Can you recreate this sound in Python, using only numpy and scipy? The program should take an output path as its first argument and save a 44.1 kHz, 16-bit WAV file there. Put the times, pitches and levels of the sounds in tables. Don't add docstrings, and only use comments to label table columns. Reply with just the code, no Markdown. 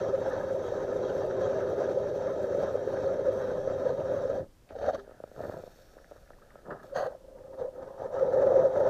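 import sys
import numpy as np
from scipy import signal
from scipy.fft import rfft, irfft
from scipy.io import wavfile
from scipy.ndimage import uniform_filter1d, map_coordinates

SR = 44100
rng = np.random.default_rng(int(sys.argv[2]) if len(sys.argv) > 2 else 0)


def generate_wav(signal):
    frames = np.transpose(np.atleast_2d(signal))
    scaled = np.clip(frames, -1, 1) * 32767
    pcm = np.round(scaled).astype(np.int16)
    wavfile.write(sys.argv[1], SR, pcm)


N = 392445

# [f/Hz, level/dB]
CHIP_COLOUR = [(1800, 1), (2300, 0), (2900, -4), (3500, -3.5), (4500, -1), (5050, -7.5), (5400, -0.5),
               (6300, -3), (6750, -10.5), (7250, -6), (8300, -20), (14000, -19.5)]
# [f/Hz, level/dB]
CRUST_COLOUR = [(800, -12.5), (1120, -5.5), (1280, 5.5), (1450, -3.5), (1700, -1.5), (1900, -12),
                (2160, -29.5), (5000, -40), (6500, -61)]
# [t/s of the peak, level/dB, rise/s, ring f/Hz, crunch level/dB]
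BITES = [(.027, -25, 0.0037, 537, -43), (.144, -18, 0.0059, 532, -41.5), (.28, -26.5, 0.0077, 537, -45),
         (.337, -22, .003, 523, -46), (.517, -24.5, 0.0067, 528, -53), (.55, -24, 0.0033, 525, -51),
         (.725, -21.5, 0.0044, 522, -49), (.929, -20, 0.0023, 560, -44), (1.159, -22, 0.0044, 536, -54),
         (1.328, -24.5, 0.0025, 557, -46), (1.415, -24, 0.0044, 553, -38), (1.456, -21.5, .0025, 544, -45),
         (1.5, -25.5, 0.007, 534, -44), (1.606, -29, 0.0028, 534, -40), (1.69, -24, 0.0017, 563, -48),
         (1.977, -19.5, 0.0038, 535, -49), (1.732, -20, 0.00089, 510, -49),
         (1.820, -20.5, 0.0017, 560, -42.5), (2.072, -27, 0.0025, 550, -42.5),
         (2.271, -21, .0045, 543, -49), (2.443, -22, .002, 567, -45), (2.525, -28, 0.0029, 523, -42),
         (2.550, -19.5, 0.002, 550, -41), (2.630, -22, 0.002, 560, -39), (2.589, -19, .003, 560, -48),
         (2.756, -17, 0.0017, 530, -51), (2.877, -19.5, 0.0013, 483, -40.5),
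         (3.074, -18.5, 0.0043, 526, -52), (3.109, -24, 0.0037, 535, -53), (3.197, -20.5, 0.0026, 536, -46),
         (3.268, -22, 0.0074, 552, -41), (3.289, -17.5, .0045, 534, -50), (3.677, -19.5, 0.0015, 520, -43),
         (3.857, -20, 0.0019, 540, -45), (3.869, -17, 0.0058, 534, -46), (3.904, -19.5, 0.0016, 516, -51),
         (4.113, -21.5, 0.004, 536, -47), (4.256, -20, 0.0024, 510, -52), (4.301, -17, 0.0021, 531, -42),
         (4.755, -31, 0.001, 616, -61), (4.768, -32, 0.0028, 482, -58), (4.799, -29, 0.0011, 601, -55),
         (4.815, -26, 0.00067, 559, -46), (4.833, -28, 0.0022, 603, -43), (4.844, -26.5, 0.00066, 624, -43),
         (4.854, -26, 0.0014, 620, -40), (4.864, -35, 0.0012, 585, -36), (4.885, -17, 0.0017, 556, -35),
         (4.890, -20.5, 0.0017, 700, -32), (4.898, -18.5, 0.00093, 624, -34),
         (4.909, -25, 0.0015, 671, -45), (4.952, -24.5, 0.002, 574, -35.5),
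         (6.933, -31.5, 0.0055, 554, -61), (6.963, -24, 0.0038, 540, -35.5), (6.985, -26, 0.0015, 573, -40),
         (7.009, -24, 0.0017, 584, -38), (7.033, -23.5, 0.0037, 554, -46),
         (7.064, -23.5, 0.0016, 556, -45.5), (7.080, -26, 0.0043, 526, -58), (7.107, -39, 0.0024, 581, -61),
         (7.126, -38, 0.0027, 592, -59), (7.152, -35.5, 0.0016, 620, -57), (7.618, -24.5, 0.0039, 502, -53),
         (8.021, -22, 0.00076, 573, -53), (8.060, -25, 0.0024, 506, -48), (8.145, -25.5, 0.0032, 520, -49),
         (8.196, -27, 0.0023, 553, -38), (8.212, -21, 0.0024, 547, -45), (8.231, -15.5, 0.0039, 512, -46),
         (8.339, -20.5, 0.006, 528, -38), (8.394, -17, 0.01, 522, -41), (8.424, -17.5, 0.005, 557, -37.5),
         (8.470, -16, 0.0032, 545, -39), (8.506, -18.5, 0.004, 508, -46), (8.544, -20, .002, 537, -43),
         (8.562, -12.5, 0.0026, 555, -40.5), (8.583, -17, 0.0024, 560, -43),
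         (8.654, -13.5, 0.0042, 545, -45), (8.775, -17, 0.0042, 562, -40), (8.755, -21.5, .002, 540, -42),
         (8.805, -15.5, 0.0014, 525, -42), (8.874, -17.5, .003, 590, -37)]


def amp(db):
    return 10 ** (np.asarray(db) / 20)


def unit(x):
    return x / np.sqrt(np.mean(x ** 2))


def even(x, span_s=0.11):
    power = uniform_filter1d(x ** 2, int(span_s * SR) + 1)
    return x / np.sqrt(power + 1e-12 * np.mean(x ** 2))


def gains(table):
    s, *columns = np.transpose(table)
    t = np.arange(N) / SR
    gate = np.clip(np.minimum(t - s[0], s[-1] - t) / .02 + 1, 0, 1)
    return [gate * amp(np.interp(t, s, c)) for c in columns]


def hump(s, half_s):
    return np.exp(-((np.arange(N) / SR - s) / half_s) ** 2)


def swell(start_s, attack_s, hold_s, release_s, db):
    t = np.arange(N) / SR - start_s
    below = np.maximum(1 - t / attack_s, 0) + np.maximum(t - attack_s - hold_s, 0) / release_s
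    return amp(db - 30 * below)


def colour(x, points, size=4096):
    hz, db = np.transpose(points)
    f = np.maximum(np.fft.rfftfreq(size, 1 / SR), 1)
    outline = np.interp(np.log(f), np.log(hz), db)
    octaves_beyond = np.maximum(np.log2(hz[0] / f), 0) + np.maximum(np.log2(f / hz[-1]), 0)
    cepstrum = irfft(np.log(amp(outline - np.minimum(24 * octaves_beyond, 60))))
    cepstrum[1:size // 2] *= 2
    cepstrum[size // 2 + 1:] = 0
    response = irfft(np.exp(rfft(cepstrum)))
    return signal.fftconvolve(x, response)[:len(x)]


def resonate(x, modes):
    out = 0
    for k, (hz, width_hz, db) in enumerate(modes):
        b, a = signal.iirpeak(hz, hz / width_hz, fs=SR)
        out = out + (-1) ** k * amp(db) * signal.lfilter(b, a, x)
    return out


def band(x, lo_hz, hi_hz, order=3):
    return signal.sosfilt(signal.butter(order, [lo_hz, hi_hz], "band", fs=SR, output="sos"), x)


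def walk(rate):
    steps = rng.standard_normal(size=4096)
    return 1.2 * np.interp(np.arange(N) / SR * rate, np.arange(len(steps)), steps)


def cracks(rate, spread_db):
    happens = rng.random(N) < rate / SR
    sign = rng.choice([-1, 1], N)
    strength = amp(spread_db * np.clip(rng.standard_normal(N), -2, 2))
    return unit(happens * sign * strength)


def shifting(x, depth_db, rate, lo_hz, hi_hz, count=12):
    f = np.fft.rfftfreq(N, 1 / SR)
    place = np.interp(f, [lo_hz, hi_hz], [0, count - 1])
    spectrum = rfft(x)
    out = np.zeros(N)
    for k in range(count):
        one_band = irfft(spectrum * np.maximum(1 - np.abs(place - k), 0), N)
        out += one_band * amp(depth_db * walk(rate))
    return out


def wavering(x, share, rate):
    return map_coordinates(x, [np.cumsum(1 + share * walk(rate))], order=1, mode="mirror")


def scrape(gain, outline, rate, spread_db, judder_db):
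    grit = cracks(rate, spread_db) * amp(judder_db * walk(90))
    return gain * even(colour(grit, outline), span_s=0.05)


def add(out, s, sound, db):
    i = max(int(s * SR), 0)
    part = sound[:max(N - i, 0)]
    out[i:i + len(part)] += amp(db) * part / np.abs(sound).max()


def lake_air(level_db=-58.5):
    # [f/Hz, level/dB]
    air_colour = [(12, -18.5), (20, -7), (70, -18.5), (286, -30), (328, -29), (841, -37.5), (1930, -44),
                  (2100, -45.5), (2280, -45.5), (2690, -46.5), (5850, -47), (7100, -49), (15000, -54)]
    return amp(level_db) * unit(colour(rng.standard_normal(N), air_colour))


def splinters(splinter_db=-2.0, spread=1.32):
    # [t/s, f/Hz, t60/s, level/dB]
    snaps = [(5.3625, 1300, .006, -46), (5.439, 1600, 0.0034, -43), (5.449, 1450, .006, -43),
             (5.492, 1700, 0.005, -43), (5.511, 1050, .006, -41), (5.517, 1350, .008, -45),
             (5.567, 1320, .012, -55), (5.586, 7400, .015, -56), (5.986, 1510, .005, -47),
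             (6.044, 1610, .003, -43), (6.278, 1700, .005, -51), (6.333, 1830, .025, -54),
             (6.386, 1000, .005, -50), (6.422, 1310, .04, -53), (6.505, 1830, .012, -48),
             (6.514, 1310, .025, -52), (6.557, 1310, 0.33, -60), (7.386, 1650, .004, -51),
             (7.437, 1500, .005, -55)]
    out, t = np.zeros(N), np.arange(SR // 4) / SR
    for s, hz, t60, db in snaps:
        ring = amp(-60 * t / t60) * np.sin(2 * np.pi * hz * t)
        add(out, s, band(ring, hz / spread, hz * spread), db + splinter_db)
    return out


def boots():
    # [t/s, tread level/dB, crunch level/dB]
    steps = [(6.645, -62, -72), (6.662, -45.5, -52), (6.682, -47, -59), (6.69, -39.5, -54),
             (6.703, -41, -51), (6.71, -39, -44), (6.73, -39, -44), (6.745, -45, -55), (6.763, -45, -55),
             (6.778, -53, -60), (6.805, -56, -52), (6.82, -54, -61), (6.847, -49, -53.5), (6.87, -63, -68),
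             (6.92, -58, -61)]
    # [f/Hz, level/dB]
    tread_colour = [(41, -52), (70, -20), (177, 0), (253, -5), (375, 1.5), (450, 1.5), (556, 4.5),
                    (869, -8), (1050, -11), (1400, -38)]
    # [t/s, half length/s, level/dB]
    scuff_times = [(4.998, 0.013, -53), (5.109, .014, -60), (5.985, 0.022, -64), (6.167, .018, -62),
                   (6.277, .005, -68), (6.424, 0.0087, -62), (6.512, 0.018, -57.5)]
    tread, crunch = gains(steps)
    scuffs = sum(amp(db) * hump(s, half_s) for s, half_s, db in scuff_times)
    return (scrape(tread, tread_colour, rate=1400, spread_db=1, judder_db=1)
            + scrape(crunch + scuffs, CRUST_COLOUR, rate=1300, spread_db=2.0, judder_db=3.5))


def slush():
    # [f/Hz, level/dB]
    slush_fall = [(5.35, -69), (5.37, -48), (5.45, -42.5), (5.53, -42.5), (5.59, -44), (5.65, -56),
                  (5.72, -66)]
    slush_colour = [(41, -35), (70, -4), (97, 2), (186, -8), (258, -9), (455, 0.5), (653, -0.5), (850, -21),
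                    (980, -10), (1130, -26), (1280, -14), (1750, -27), (2120, -44), (3000, -49),
                    (3900, -80), (6600, -120)]
    # [f/Hz, level/dB]
    crumb_fall = [(5.05, -60), (5.31, -62.5), (5.42, -48), (5.7, -62), (6.3, -63.5), (6.62, -61.5)]
    crumb_colour = [(120, -6), (330, -1.5), (560, 10), (750, 1), (1100, -18), (1300, -2.5), (1750, -4.5),
                    (2200, -25), (3000, -27)]
    # [start t/s, attack/s, hold/s, release/s, level/dB]
    showers = [(5.05, .37, .12, 1.7, -67), (6.8, .03, .025, .16, -70)]
    # [f/Hz, level/dB]
    spray_colour = [(2500, -6.5), (3000, -16), (3720, -1.5), (4040, -8.5), (4520, -1), (4900, -17.5),
                    (5350, -3.5), (5620, -11), (5900, -10.5), (6480, -5), (6750, -13.5), (7300, -11.5),
                    (10500, -21), (12800, -11), (15000, -15.5)]
    # [t/s, level/dB]
    sizzle_path = [(5.35, -85), (5.52, -81), (5.9, -75), (6.15, -81), (6.45, -97)]
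    lumps = scrape(gains(slush_fall)[0], slush_colour, rate=600, spread_db=3, judder_db=5.0)
    patter = shifting(cracks(800, spread_db=0.5), depth_db=2, rate=27, lo_hz=300, hi_hz=2000, count=8)
    crumbs = gains(crumb_fall)[0] * even(colour(patter, crumb_colour), span_s=0.15)
    shower_gain = sum(swell(*shower) for shower in showers)
    spray = scrape(shower_gain, spray_colour, rate=1600, spread_db=-1.5, judder_db=1)
    drops = amp(1.5 * walk(25)) * spray
    sizzle = gains(sizzle_path)[0] * unit(band(cracks(3000, spread_db=5), 5400, 5820))
    return lumps + amp(1.5) * crumbs + amp(1.0) * drops + amp(-1.0) * sizzle


def knocks(width_hz=260, ring_db=1, knock_db=-2, clack_db=-1, lag_s=0.00236, size=4096):
    # [t/s, level/dB, ring f/Hz, hardness/dB]
    blows = [(4.44, -43, 520, -7), (4.706, -31.5, 393, -9), (5.075, -35.5, 492, -16),
             (5.092, -37, 495, -14), (5.109, -41, 567, -5), (5.117, -39, 530, -14), (5.2, -31.5, 560, -28),
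             (5.2363, -26, 593, -11.5), (5.274, -40.5, 480, -12), (5.313, -36, 536, -25),
             (5.361, -39, 597, -10), (5.373, -34, 580, -14), (5.466, -36, 540, -18), (5.536, -38, 470, -20),
             (5.568, -36, 560, -20), (5.391, -29, 650, -9), (5.4024, -22.5, 580, -22),
             (5.407, -28, 576, -26), (5.421, -41, 567, -20), (5.4361, -23.5, 606, -15),
             (5.445, -35, 606, -16), (5.450, -29, 560, -20), (5.494, -22, 537, -15), (5.556, -44, 477, -18),
             (5.574, -29, 504, -25), (5.587, -34, 546, -30), (5.597, -32, 540, -25),
             (5.635, -29.5, 540, -30), (5.664, -39, 530, -22), (5.674, -35, 540, -27),
             (5.786, -44, 563, -12), (5.966, -37, 464, -24), (5.977, -42, 560, -10), (5.998, -43, 420, -20),
             (6.110, -35.5, 587, -11), (6.117, -34, 550, -10), (6.159, -41, 522, -14),
             (6.303, -38.5, 564, -1), (6.129, -44, 560, -14), (6.554, -36, 565, -4), (6.587, -43, 560, -13),
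             (6.629, -49, 400, -16), (6.687, -36, 480, -24), (6.704, -30, 556, -3), (6.719, -39, 450, -9),
             (6.756, -40, 520, -16)]
    # [f/Hz, level/dB]
    thud_colour = [(80, -13), (350, -5.5), (600, 1.5), (950, -19), (1650, -22), (2100, -52), (3000, -63)]
    clack_colour = [(700, -4), (1000, 1), (1150, -4), (1270, 7), (1800, -7), (2150, -26), (2900, -26),
                    (4500, -31), (9000, -52)]
    out, f = np.zeros(N), np.fft.rfftfreq(size, 1 / SR)
    for s, db, hz, hard_db in blows:
        wave = irfft(np.exp(-2j * np.pi * 2 * lag_s * np.sqrt(hz * f)))
        thud = colour(wave, thud_colour)
        add(out, s, thud + resonate(thud, [(hz, width_hz, ring_db)]), db + knock_db)
        add(out, s, colour(wave, clack_colour), db + hard_db + clack_db)
    return out


def pull_out(steel_db=-37.0, jerk_db=-50, jerk_t60=0.1, jerk_s=4.690, free_s=4.982):
    # [f/Hz, level/dB]
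    jerk_colour = [(400, -8), (1500, 0), (2600, 2), (3200, -4), (4500, -8), (5500, -22)]
    # [f/Hz, t60/s, level/dB]
    free_steel = [(256, .35, -16), (400, .22, 0)]
    # [t/s, level through the ice/dB, level of the steel's rasp/dB]
    drag_path = [(4.66, -78, -90), (4.714, -50.5, -79), (4.79, -45.5, -65), (4.85, -35.5, -61),
                 (4.892, -34.5, -56.5), (4.92, -44, -67), (4.948, -35, -53), (4.972, -48.5, -72),
                 (4.995, -52, -62), (5.05, -66, -88)]
    # [f/Hz, level/dB]
    drag_colour = [(41, -38), (70, -5), (104, -12.5), (154, -22.5), (248, -8.5), (340, -15), (558, 1.5),
                   (740, -5.5), (1060, -30), (1260, -21), (1390, -20), (1680, -20.5), (2080, -37.5),
                   (6200, -43.5), (10000, -75), (13000, -99), (22000, -120)]
    # [f/Hz, width/Hz, level/dB]
    wall_ring = [(3260, 120, 1), (3710, 80, 3), (4080, 130, 1), (4600, 150, -0.5), (5440, 260, -4),
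                 (6320, 130, 3)]
    out, t = np.zeros(N), np.arange(SR) / SR
    tick = rng.standard_normal(SR) * amp(-60 * t / jerk_t60)
    add(out, jerk_s, colour(tick, jerk_colour), jerk_db)
    ring = sum(amp(db - 60 * t / t60) * np.sin(2 * np.pi * hz * t) for hz, t60, db in free_steel)
    add(out, free_s, ring, steel_db)
    rasp = cracks(3000, spread_db=1.0) * amp(4.4 * walk(80))
    rasp = shifting(rasp, depth_db=1.5, rate=51, lo_hz=400, hi_hz=6900, count=16)
    wall = even(colour(rasp, drag_colour), span_s=0.026)
    singing = even(band(resonate(rasp, wall_ring), 2700, 6100), span_s=0.023)
    chips = even(colour(rasp, CHIP_COLOUR), span_s=.02)
    steel = amp(-1.0) * singing + amp(-8.0) * chips
    drag, sing = gains(drag_path)
    return out + amp(3.0) * drag * wall + sing * steel


def skid():
    # [t/s, level through the ice/dB, level of the singing steel/dB]
    skid_path = [(6.94, -52, -73), (6.953, -39, -56), (6.968, -29.5, -51), (7.02, -32.5, -57),
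                 (7.05, -35.5, -69), (7.07, -34.5, -62), (7.09, -54, -88), (7.12, -65, -78)]
    # [f/Hz, level/dB]
    skid_colour = [(70, -23), (120, -10), (300, -20), (470, -3), (550, 4), (650, -1.5), (760, 1.5),
                   (880, -11), (1150, -11), (1400, -18), (1600, -7), (1780, -23), (1920, -14), (2080, -42),
                   (3000, -34), (7000, -52), (13000, -49)]
    # [f/Hz, width/Hz, level/dB]
    skid_ring = [(3220, 130, 0.5), (4280, 110, 4.5), (4430, 140, -4), (4550, 80, 5), (6430, 200, 9.5),
                 (6460, 210, 7), (9300, 250, -19)]
    press, sing = gains(skid_path)
    chatter = cracks(5000, spread_db=3.5) * amp(1.7 * walk(110))
    ice = even(colour(chatter, skid_colour), span_s=0.022)
    steel = even(band(resonate(chatter, skid_ring), 2400, 12000), span_s=0.023)
    return amp(-0.5) * press * ice + amp(0.5) * sing * steel


def first_squeal(s=8.188, half_s=0.016, hz=1330, glide_hz_per_s=1500, waver=.03, db=-40):
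    t = np.arange(N) / SR
    glide_hz = glide_hz_per_s * np.clip(t - s, -2 * half_s, 2 * half_s)
    pitch_hz = (hz + glide_hz) * (1 + waver * walk(200))
    return amp(db) * hump(s, half_s) * np.sin(2 * np.pi * np.cumsum(pitch_hz) / SR)


def squeaks(half_s=0.032):
    # [t/s, level/dB]
    squeak_times = [(.665, -59.5), (1.06, -61.5), (1.45, -59.5)]
    # [f/Hz, width/Hz, level/dB]
    squeak_ring = [(3260, 50, 2.5), (3860, 64, -7), (6600, 200, -13)]
    ring = even(band(resonate(cracks(3000, spread_db=1.5), squeak_ring), 3300, 6800), span_s=.03)
    return ring * sum(amp(db) * hump(s, half_s) for s, db in squeak_times)


def bites(bite_db=0.0, crunch_db=0, splinter_db=-13, crunch_lasts=1.6):
    out, t = np.zeros(N), np.arange(-2048, 2048) / SR

    def pulse(rise_s):
        return np.exp(-(t / rise_s) ** 2 / np.pi)

    for s, db, rise_s, hz, flake_db in BITES:
        shards = rng.standard_normal(len(t)) * pulse(crunch_lasts * rise_s)
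        add(out, s + t[0], pulse(rise_s) * np.sin(2 * np.pi * hz * t), db + bite_db)
        add(out, s + t[0], colour(shards, CRUST_COLOUR), flake_db + crunch_db)
        add(out, s + t[0], colour(shards, CHIP_COLOUR), flake_db + splinter_db)
    return out


def stalls(depth_db=-7, hold_s=0.0033, ahead_s=0.0032):
    caught = np.zeros(N)
    t = np.linspace(-3, 3, int(6 * hold_s * SR))
    for s, *_ in BITES:
        add(caught, s - ahead_s - 3 * hold_s, np.exp(-t ** 2), 0)
    return amp(depth_db * caught.clip(0, 1))


def cranking(stop_db_per_s=400):
    # [t/s, force (1 = usual)]
    pushes = [(-.05, 3.2), (.31, 0.94), (.69, 0.67), (1.13, 0.83), (1.49, 0.83), (1.84, 0.74), (2.23, 0.62),
              (2.62, 1.16), (3.01, 0.79), (3.41, 0.93), (3.84, 0.62), (4.2, 1), (4.6, 0.69)]
    # [t/s, level/dB]
    weight_path = [(0, 3), (.35, -4.5), (.7, 2), (1.35, 3), (1.85, 4), (2.4, 1), (2.9, 1), (3.5, 0.1),
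                   (4.4, -4.5)]
    # [level/dB, fade with depth/(dB/s), swing with each push/dB, lag/s, share of the weight, stop t/s]
    parts = [(-37.5, -0.13, .5, -0.016, 0.1, 4.43), (-37.5, 0.25, 1.05, -0.11, 1, 4.41),
             (-33, -0.42, 0.5, 0.0051, 0.2, 4.402), (-45, 0.28, 0.5, 0.046, .05, 4.395),
             (-59.5, 0.4, 1.1, -0.0056, 0.15, 4.392)]
    t = np.arange(N) / SR
    times, force = np.transpose(pushes)
    phase = 2 * np.pi * np.interp(t, times, np.arange(len(times)))
    push = np.interp(t, times, force) * (1 + np.cos(phase)) - 1
    weight_db = np.interp(t, *np.transpose(weight_path))
    levels = []
    for db, fade, swing, lag, share, stop_s in parts:
        push_db = swing * np.interp(t - lag, t, push)
        stop_db = stop_db_per_s * np.maximum(t - stop_s, 0)
        levels.append(amp(db - fade * t + push_db + share * weight_db - stop_db))
    return levels


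def peeling(levels, chips_share=.35, rumble_share=0.086):
    # [t/s, half length/s, rise of the crunch/dB]
    shavings = [(.265, .03, 6), (.315, 0.031, 5), (0.387, 0.064, 4), (0.515, .02, 5.5), (0.667, 0.028, 6.5),
                (0.75, 0.04, 3), (0.813, 0.022, 6), (0.916, 0.016, 3), (1.1, .07, 3.5), (1.218, 0.019, 6),
                (1.314, 0.014, 5), (1.44, 0.032, 4.5), (1.533, 0.044, 3), (1.616, .025, 1.5),
                (1.7, 0.031, 3.5), (1.824, 0.048, 6), (1.994, 0.031, 2), (2.215, 0.034, 5),
                (2.29, .035, 3.5), (2.63, .025, 5), (2.683, 0.022, 4), (2.766, 0.027, 2),
                (2.89, 0.054, 2.5), (3.03, 0.099, 3.5), (3.417, 0.029, 5.5), (3.507, 0.036, 1.5),
                (3.686, 0.036, 2), (3.87, 0.028, 6.5)]
    rumble, drag, ring, crunch, chips = levels
    surge = amp(sum(db * hump(s, half_s) for s, half_s, db in shavings))
    return rumble * surge ** rumble_share, drag, ring, crunch * surge, chips * surge ** chips_share


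def starting(rumble_db=-14.0, drag_db=-10.0, chips_db=-22, scratch_drag_db=-1.5, rumble_slope=0.79, drag_slope=0.98):
    # [t/s, grip level/dB, crunch level/dB]
    grip_path = [(6.84, -54, -77), (6.91, -51, -70), (7.1, -44, -51), (7.19, -54.5, -69), (7.3, -51.5, -69),
                 (7.53, -46.5, -64), (7.71, -51, -63.5), (7.79, -42, -57.5), (7.96, -47, -54.5),
                 (8.1, -41, -53), (8.145, -34.5, -39), (8.21, -27, -42), (8.33, -25.5, -41.5),
                 (8.42, -23.5, -40), (8.6, -20.5, -37), (8.68, -26, -41), (8.73, -28.5, -39),
                 (8.79, -22.5, -38), (8.9, -24.5, -37)]
    # [t/s, half length/s, crunch level/dB, ring level/dB]
    scratches = [(7.392, 0.016, -67, -60), (7.465, 0.014, -69, -56), (7.542, 0.012, -54, -51),
                 (7.605, 0.023, -44.5, -36), (7.645, 0.029, -54, -35), (7.68, 0.018, -69, -41),
                 (7.759, 0.015, -58, -48), (7.829, .012, -51, -64), (7.877, 0.011, -54, -57),
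                 (7.906, 0.007, -60, -63), (8.024, 0.038, -46, -42)]
    grip, shaving = gains(grip_path)
    full = grip.max()
    scratch = sum(amp(db) * hump(s, half_s) for s, half_s, db, _ in scratches)
    ring = grip + sum(amp(db) * hump(s, half_s) for s, half_s, _, db in scratches)
    rumble = amp(rumble_db) * full * (grip / full) ** rumble_slope + scratch
    drag = amp(drag_db) * full * (grip / full) ** drag_slope + amp(scratch_drag_db) * scratch
    crunch = shaving + scratch
    return rumble, drag, ring, crunch, amp(chips_db) * crunch


def drilling(levels, modes, outline, ring_db, spiral_db, rumble_db, crunch_db, chips_db):
    # [f/Hz, width/Hz, level/dB]
    spiral_modes = [(400.7, 24, 0)]
    # [f/Hz, level/dB]
    rumble_colour = [(26, -46), (45, -16), (92, 3.5), (230, -1), (310, 1), (360, -3.5), (440, -23),
                     (750, -120)]
    # [f/Hz, width/Hz, level/dB]
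    blade_modes = [(2600, 130, -4.5), (3240, 67, 1), (3710, 90, 2), (3905, 90, -1), (4550, 160, -7.5),
                   (5600, 130, -3), (6200, 170, -1)]
    rumble, drag, ring, crunch, chips = levels
    spurts = amp(0.68 * walk(70))
    cutting = cracks(3200, spread_db=3.0) * spurts
    sheet = band(resonate(cutting, modes), 402.0, 727)
    sheet = even(wavering(sheet, share=0.01419, rate=22), span_s=0.05)
    spiral = even(band(resonate(cutting, spiral_modes), 326.5, 474), span_s=.08)
    low = even(colour(cutting, rumble_colour))
    body = amp(spiral_db) * drag * spiral + amp(rumble_db) * rumble * low
    grit = shifting(cutting, depth_db=2.5, rate=32, lo_hz=680, hi_hz=2010, count=12)
    grit = even(colour(grit, outline), span_s=.07)
    flakes = cracks(4000, spread_db=4.0) * spurts
    flakes = shifting(flakes, depth_db=3.5, rate=30, lo_hz=2150, hi_hz=7800, count=20)
    flakes = even(colour(flakes, CHIP_COLOUR))
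    blades = even(band(resonate(cracks(5000, spread_db=0.0) * spurts, blade_modes), 2500, 6800))
    crackle = amp(-3.0) * flakes + amp(-3.5) * blades
    caught = stalls()
    hardness = amp(1.1 * walk(30))
    ringing = caught * amp(ring_db) * ring * sheet
    crunching = caught ** .5 * amp(crunch_db) * crunch * grit
    through_ice = ringing + body + crunching
    return hardness * through_ice + hardness ** .5 * amp(chips_db) * chips * crackle


def scene():
    # [f/Hz, width/Hz, level/dB]
    deep_sheet = [(496.3, 40, -10), (527.7, 23, -1), (559.6, 48.3, -6.5), (628.7, 65, -13)]
    shallow_sheet = [(511, 36, -2), (545, 29.4, 0.5), (615, 49, -11)]
    # [f/Hz, level/dB]
    deep_crunch = [(400, -26.5), (680, -3), (712, -0.5), (784, -1), (1010, -6), (1130, -14.5), (1250, -4),
                   (1390, -10.5), (1690, -10), (1800, -14), (1970, -23.5), (2300, -32.5), (2990, -60),
                   (5060, -120)]
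    shallow_crunch = [(400, -37.5), (680, 9), (701, -3), (770, 3.5), (914, 1), (972, -2.5), (1140, -10.5),
                      (1200, -6), (1250, -3.5), (1390, -11), (1760, -14), (2300, -36), (2990, -67.5),
                      (5060, -120)]
    around = lake_air() + splinters() + boots() + slush() + knocks()
    steel = pull_out() + skid() + first_squeal() + squeaks() + bites()
    deep = drilling(peeling(cranking()), deep_sheet, deep_crunch,
                    ring_db=-0.7, spiral_db=-1.02, rumble_db=-7.0, crunch_db=-1.25, chips_db=-0.97)
    shallow = drilling(starting(), shallow_sheet, shallow_crunch,
                       ring_db=-1.26, spiral_db=-3, rumble_db=-6.5, crunch_db=.7, chips_db=-2.5)
    return (around + steel + deep + shallow)[None]


def record(dry, top_hz=15000):
    return signal.sosfilt(signal.ellip(8, .2, 70, top_hz, fs=SR, output="sos"), dry)


dry = scene()
out = record(dry)
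generate_wav(out)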